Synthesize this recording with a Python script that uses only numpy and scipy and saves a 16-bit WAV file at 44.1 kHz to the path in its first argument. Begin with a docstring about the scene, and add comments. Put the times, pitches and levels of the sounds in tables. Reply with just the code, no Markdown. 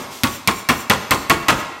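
"""A small hammer taps a strip of thin sheet metal on a wire grid over a wooden pallet, at a quickening pace.
Each impact excites a bright tick, then a clack as the strip is driven onto the grid. The wires rattle
and ring, the pallet thumps in its low modes, and a high sizzle lingers. A large workshop reverberates
behind, and an automatic gain control ducks at loud taps and recovers."""
import sys
import numpy as np
from scipy import signal
from scipy.fft import rfft, irfft
from scipy.io import wavfile
from scipy.ndimage import uniform_filter1d, minimum_filter1d

SR = 44100
rng = np.random.default_rng(int(sys.argv[2]) if len(sys.argv) > 2 else 0)


def transcribe(signal):
    """Save signal, clipped to [-1, 1], as a 16-bit WAV file at the path in sys.argv[1]."""
    frames = np.atleast_2d(signal).T
    limited = np.clip(frames, -1, 1)
    pcm = np.round(limited * 32767).astype(np.int16)
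    wavfile.write(sys.argv[1], SR, pcm)


N = 79380
LEAD = SR // 4  # samples of run-in before time zero
AGE = np.arange(N) / SR
IMPACT_RISE_S = .0002


def from_db(db):
    """Amplitude grows tenfold for every 20 dB."""
    return 10 ** (np.asarray(db) / 20)


def at_hz(points, hz):
    """Interpolation along a logarithmic frequency axis."""
    frequencies, values = np.transpose(points)
    return np.interp(np.log(hz), np.log(frequencies), values)


def envelope(rise_s, t60, size):
    """Exponential build-up and damping; the decay time t60 is the time to fall by 60 dB."""
    t = AGE[:size]
    return (1 - np.exp(-t / rise_s)) * from_db(-60 * t / t60)


def ring(hz, t60, rise_s, size):
    """A struck mode vibrates as a damped sinusoid."""
    return np.sin(2 * np.pi * hz * AGE[:size]) * envelope(rise_s, t60, size)


def noise(colour, count, size):
    """Random phases under a given spectrum make rows of coloured noise, rms 1."""
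    hz = np.maximum(np.fft.rfftfreq(size, 1 / SR), 1)
    phases = np.exp(2j * np.pi * rng.random((count, len(hz))))
    x = irfft(from_db(at_hz(colour, hz)) * phases, size)
    return x / x.std()


def bands(sources, colour):
    """Third-octave (Hz, band) pairs, fed in turn by two uncorrelated sources so their powers add to 1."""
    edges = 22 * 2 ** (np.arange(30) / 3)
    centres = np.sqrt(edges[1:] * edges[:-1])
    parts = []
    for k, hz in enumerate(centres):
        bandpass = signal.butter(2, edges[k:k + 2], "band", fs=SR, output="sos")
        parts.append(from_db(at_hz(colour, hz)) * signal.sosfilt(bandpass, sources[k % 2]))
    total_rms = np.sqrt(sum(np.mean(part ** 2) for part in parts))
    return [(hz, part / total_rms) for hz, part in zip(centres, parts)]


def lowpass(x, hz):
    """A third-order filter attenuates the treble above its cutoff."""
    return signal.sosfilt(signal.butter(3, hz, fs=SR, output="sos"), x)


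# Spectrum of the workshop air. Each row: frequency in Hz, spectral density in dB.
AIR_SPECTRUM = [(25, -32), (80, 15), (160, -15.5), (300, -4.5), (1000, 17.5), (3000, -9), (8000, -18),
                (16000, -32)]
def air():
    """Stationary noise forms the quiet ambient floor."""
    return from_db(-45) * noise(AIR_SPECTRUM, count=1, size=N)[0]


# Colour of the reverberation. Each row: frequency in Hz, band level in dB.
ROOM_BANDS = [(60, -9), (250, -2.5), (500, 0), (1000, -1.5), (2200, -3.5), (4000, -2), (7300, -1),
              (10000, -5.5), (12500, 0), (15000, -1)]
# Reverberation time. Each row: frequency in Hz, decay time in seconds.
ROOM_DECAY = [(80, 0.86), (300, 1.05), (1100, 1.08), (3000, 0.98), (7000, 0.78), (13000, 1.15)]
def workshop(x):
    """Reverberation is convolution with the room's impulse response: a wall echo and a diffuse tail."""
    rise_s, echo_s = .0067, .0375
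    tail = sum(band * envelope(rise_s, at_hz(ROOM_DECAY, hz), N)
               for hz, band in bands(rng.standard_normal((2, N)), ROOM_BANDS))
    # Even out narrow peaks: no single pitch booms in so large a room.
    spectrum = rfft(tail, 2 * N)
    power = np.abs(spectrum) ** 2
    wide, narrow = (np.abs(uniform_filter1d(power, bins)) for bins in (700, 70))
    tail = irfft(spectrum * np.sqrt(wide / (narrow + 1e-6)))[:N]
    response = from_db(-12) * tail / np.sqrt(np.sum(tail ** 2))
    response[int(echo_s * SR)] += from_db(-16.5)
    return lowpass(signal.fftconvolve(x, response)[:len(x)], hz=10000)


def add(track, start_s, sound):
    """Superposition: a sound adds to the track from its start time on."""
    i = int(start_s * SR + LEAD)
    track[i:i + len(sound)] += sound[:len(track) - i]


# Spectrum of the sliding strip. Each row: frequency in Hz, spectral density in dB.
SLIDE_SPECTRUM = [(1000, 0), (3000, 5.5), (7500, 4), (10000, -3.5), (13000, -1), (16000, -8)]
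def slide():
    """Friction makes a faint hiss as the strip shifts on the wires under the hand."""
    track = np.zeros(LEAD + N)
    hiss = noise(SLIDE_SPECTRUM, count=1, size=N)[0] * envelope(rise_s=.017, t60=1, size=N)
    add(track, start_s=.102, sound=from_db(-33) * hiss)
    return track


# Spectrum of the sizzle after a tap. Each row: frequency in Hz, spectral density in dB.
SIZZLE_SPECTRUM = [(1500, 4), (3200, 0), (5300, -10), (5600, 5), (6000, -1), (7000, -3), (7350, 8),
                   (7800, -7), (9000, -1.5), (10200, -11.5), (12500, -2), (16000, -8)]
def sizzles(count, size):
    """Noise with narrow spectral peaks is heard as a faintly ringing sizzle; it swells, then dies."""
    rise_s, decay_from_s, t60 = .095, .12, .17
    t = AGE[:size]
    swell = 1 - np.exp(-t / rise_s)
    decay = from_db(-60 * np.maximum(t - decay_from_s, 0) / t60)
    return from_db(-33.5) * noise(SIZZLE_SPECTRUM, count, size) * swell * decay


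# Modes of the pallet. Each row: frequency in Hz, level in dB, decay time in seconds.
WOOD_MODES = [(70.8, -23.5, 0.17), (109, -15, 0.097), (168.6, -18.5, 0.046)]
# Rumble of the pallet. Each row: frequency in Hz, spectral density in dB.
RUMBLE_SPECTRUM = [(25, -30), (45, -17), (70, 6.5), (110, -2.5), (170, 0.5), (250, 8), (400, -6),
                   (800, -23.5)]
def thumps(count, size):
    """The pallet's impulse response is a few damped low modes and a dull rumble."""
    knock = sum(from_db(db) * ring(hz, t60, IMPACT_RISE_S, size) for hz, db, t60 in WOOD_MODES)
    rumble = noise(RUMBLE_SPECTRUM, count, size) * envelope(rise_s=.0013, t60=.23, size=size)
    return knock + from_db(-13.5) * rumble


# Modes of the wire grid. Each row: frequency in Hz, level in dB, decay time in seconds.
WIRE_MODES = [(206.5, -1.5, 0.14), (290.3, -2, 0.15), (353, -7, 0.21), (530, 0, 0.036), (812, -4.5, 0.061),
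              (1086, 4, 0.24), (1270, -27, .1), (1400, 5, 0.088), (1455, 4.5, 0.085), (2040, -19, .06),
              (2177, 10, 0.026), (2380, -12, 0.043), (2890, -34, 0.023)]
def grid(size):
    """Modal vibration: each blow loads the grid at another spot, varying the modes' shares and pitches."""
    level_db, scatter_db, pitch_scatter = -15, 2.5, .03
    ringing = np.zeros(size)
    for k, (hz, db, t60) in enumerate(WIRE_MODES):
        gain = from_db(level_db + db + rng.normal(0, scatter_db))
        detuned_hz = hz * rng.normal(1, pitch_scatter)
        ringing += (-1) ** k * gain * ring(detuned_hz, t60, rise_s=.004, size=size)
    return ringing


# Colour of the wire rattle. Each row: frequency in Hz, band level in dB.
RATTLE_BANDS = [(200, -4), (420, -6), (700, -3), (1100, 4.5), (1600, -1), (2300, 1), (3200, -4.5),
                (5000, -13.5), (8500, -16.5), (10500, -23.5), (12500, -24), (15000, -50)]
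# Damping of the rattle. Each row: frequency in Hz, decay time in seconds.
RATTLE_DECAY = [(200, 0.31), (1000, 0.17), (2200, 0.098), (5000, 0.12), (14000, 0.13)]
def rattles(count, size):
    """Wire collisions form a dense random impulse train; the lows build later and last longer."""
    clicks_per_s, scatter_db = 5000, 3
    shape = (2, count, size)
    collisions = rng.random(shape) < clicks_per_s / SR
    clicks = collisions * rng.choice([-1, 1], shape) * from_db(rng.normal(0, scatter_db, shape))
    chatter = np.zeros((count, size))
    for hz, band in bands(clicks, RATTLE_BANDS):
        rise_s = .0041 * np.sqrt(1000 / max(hz, 1000))
        chatter += band * envelope(rise_s, at_hz(RATTLE_DECAY, hz), size)
    return from_db(-1.5) * lowpass(chatter, hz=12500)


# Spectrum of the strip hitting a wire. Each row: frequency in Hz, spectral density in dB.
CLACK_SPECTRUM = [(300, 2), (2200, 9.5), (4000, 7), (6000, 2), (9000, -14.5), (10500, -23), (12800, 4),
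                  (15000, -28)]
def clacks(count, size):
    """A brief contact has a broad spectrum: the strip snaps against a wire."""
    return noise(CLACK_SPECTRUM, count, size) * envelope(IMPACT_RISE_S, t60=.0099, size=size)


# Spectrum of the hammer's impact. Each row: frequency in Hz, spectral density in dB.
CRACK_SPECTRUM = [(500, 0.5), (2000, 5), (3300, 0.5), (4700, 0), (7300, -2), (9000, -12.5), (10500, -7),
                  (12800, 1.5), (16000, -20)]
# Brief ring of the impact. Each row: frequency in Hz, level in dB, decay time in seconds.
IMPACT_MODES = [(5500, -16, 0.0064), (8560, -17.5, 0.021), (9050, -14, 0.017), (12650, -11, .012),
                (14400, -28, 0.0075)]
# Thin ring of the hammer head. Each row: frequency in Hz, level in dB, decay time in seconds.
HAMMER_MODES = [(13954, -47, .45), (14643, -45, .45)]
def ticks(count, size):
    """A hard impact of steel on the strip radiates a bright crack and excites high modes."""
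    crack = noise(CRACK_SPECTRUM, count, size) * envelope(IMPACT_RISE_S, t60=.008, size=size)
    ringing = sum(from_db(db) * ring(hz, t60, IMPACT_RISE_S, size)
                  for hz, db, t60 in IMPACT_MODES + HAMMER_MODES)
    return from_db(2) * crack + ringing


# The strip drops back on the wires. Each row: start in seconds, level in dB.
STRIP_REBOUNDS = [(0.2753, -20), (.5135, -34), (1.1375, -13), (1.507, -6)]
# Hammer blows. Each row: start in seconds, tick gain in dB, delay until the strip meets the grid in
# seconds, rattle, grid and thump gains in dB, strip pitch in Hz, strip and sizzle gains in dB.
HAMMER_BLOWS = [(-.09, 2, .003, -5, -6, 1, 2000, -37.5, -6),
                (0.2344, -0.5, .0047, -9.5, -9.5, -3, 2210, -9, 5),
                (.4745, 0, .0042, -6, -9, -5, 2280, 4, 3.5),
                (.6885, -1.5, .0030, -4.5, -8.5, -2.5, 1768, 1.5, 5.5),
                (.8980, 2, .0018, 0, -8.5, -4, 1940, 5, -7),
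                (1.1086, 2.5, .0035, -2.5, -4.5, -2, 2135, -0.5, -1),
                (1.2975, -3.5, .0015, 0, 2.5, -2, 2460, -8, -6),
                (1.4832, -10.5, 0.00047, 3.5, -5, -2, 1950, 3, 1)]
def hammering():
    """Each impulse passes from hammer to strip, grid and pallet; the strip sometimes rebounds."""
    thump_lag_s, clack_db, strip_base_db = .0015, -7, -5.5
    track = np.zeros(LEAD + N)
    count, size = len(HAMMER_BLOWS), SR // 2
    parts = [source(count, size) for source in (ticks, clacks, rattles, thumps, sizzles)]
    for blow, tick, clack, rattle, thump, sizzle in zip(HAMMER_BLOWS, *parts):
        start_s, tick_db, delay_s, rattle_db, grid_db, thump_db, strip_hz, strip_db, sizzle_db = blow
        strip = from_db(strip_base_db + strip_db) * ring(strip_hz, t60=.021, rise_s=.0004, size=size)
        wires = from_db(rattle_db) * rattle + from_db(grid_db) * grid(size)
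        add(track, start_s, from_db(tick_db) * tick + from_db(sizzle_db) * sizzle)
        add(track, start_s + thump_lag_s, from_db(thump_db) * thump)
        add(track, start_s + delay_s, from_db(clack_db) * clack + strip + wires)
    for (start_s, db), clack in zip(STRIP_REBOUNDS, clacks(len(STRIP_REBOUNDS), size)):
        add(track, start_s, from_db(db) * clack)
    return track


def scene():
    """Direct sound and reverberation superpose with the slide and the workshop air."""
    taps = hammering()
    return (taps + workshop(taps) + slide())[LEAD:] + air()


def record(dry):
    """Dynamic range compression: gain ducks and recovers, a limiter holds peaks, band edges are cut."""
    threshold_db, duck_share, attack_s, recover_db_per_s = -7.5, .52, .009, 38
    low_cut_hz, high_cut_hz, limiter_hold_s = 49, 15750, .003
    dry = signal.sosfilt(signal.butter(2, low_cut_hz, "high", fs=SR, output="sos"), dry)
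    level_db = 10 * np.log10(np.maximum(uniform_filter1d(dry ** 2, size=128), 1e-12))
    reduction_db = duck_share * np.maximum(level_db - threshold_db, 0)
    recovery_db = recover_db_per_s * AGE
    duck_db = np.maximum.accumulate(reduction_db + recovery_db) - recovery_db
    pole = np.exp(-1 / (attack_s * SR))
    ducked = dry * from_db(-signal.lfilter([1 - pole], [1, -pole], duck_db))
    hold = int(limiter_hold_s * SR)
    safe_gain = 1 / np.maximum(np.abs(ducked), 1)
    limited = ducked * uniform_filter1d(minimum_filter1d(safe_gain, hold), hold)
    return signal.sosfilt(signal.ellip(10, .1, 80, high_cut_hz, fs=SR, output="sos"), limited)


dry = scene()
out = record(dry)
transcribe(out)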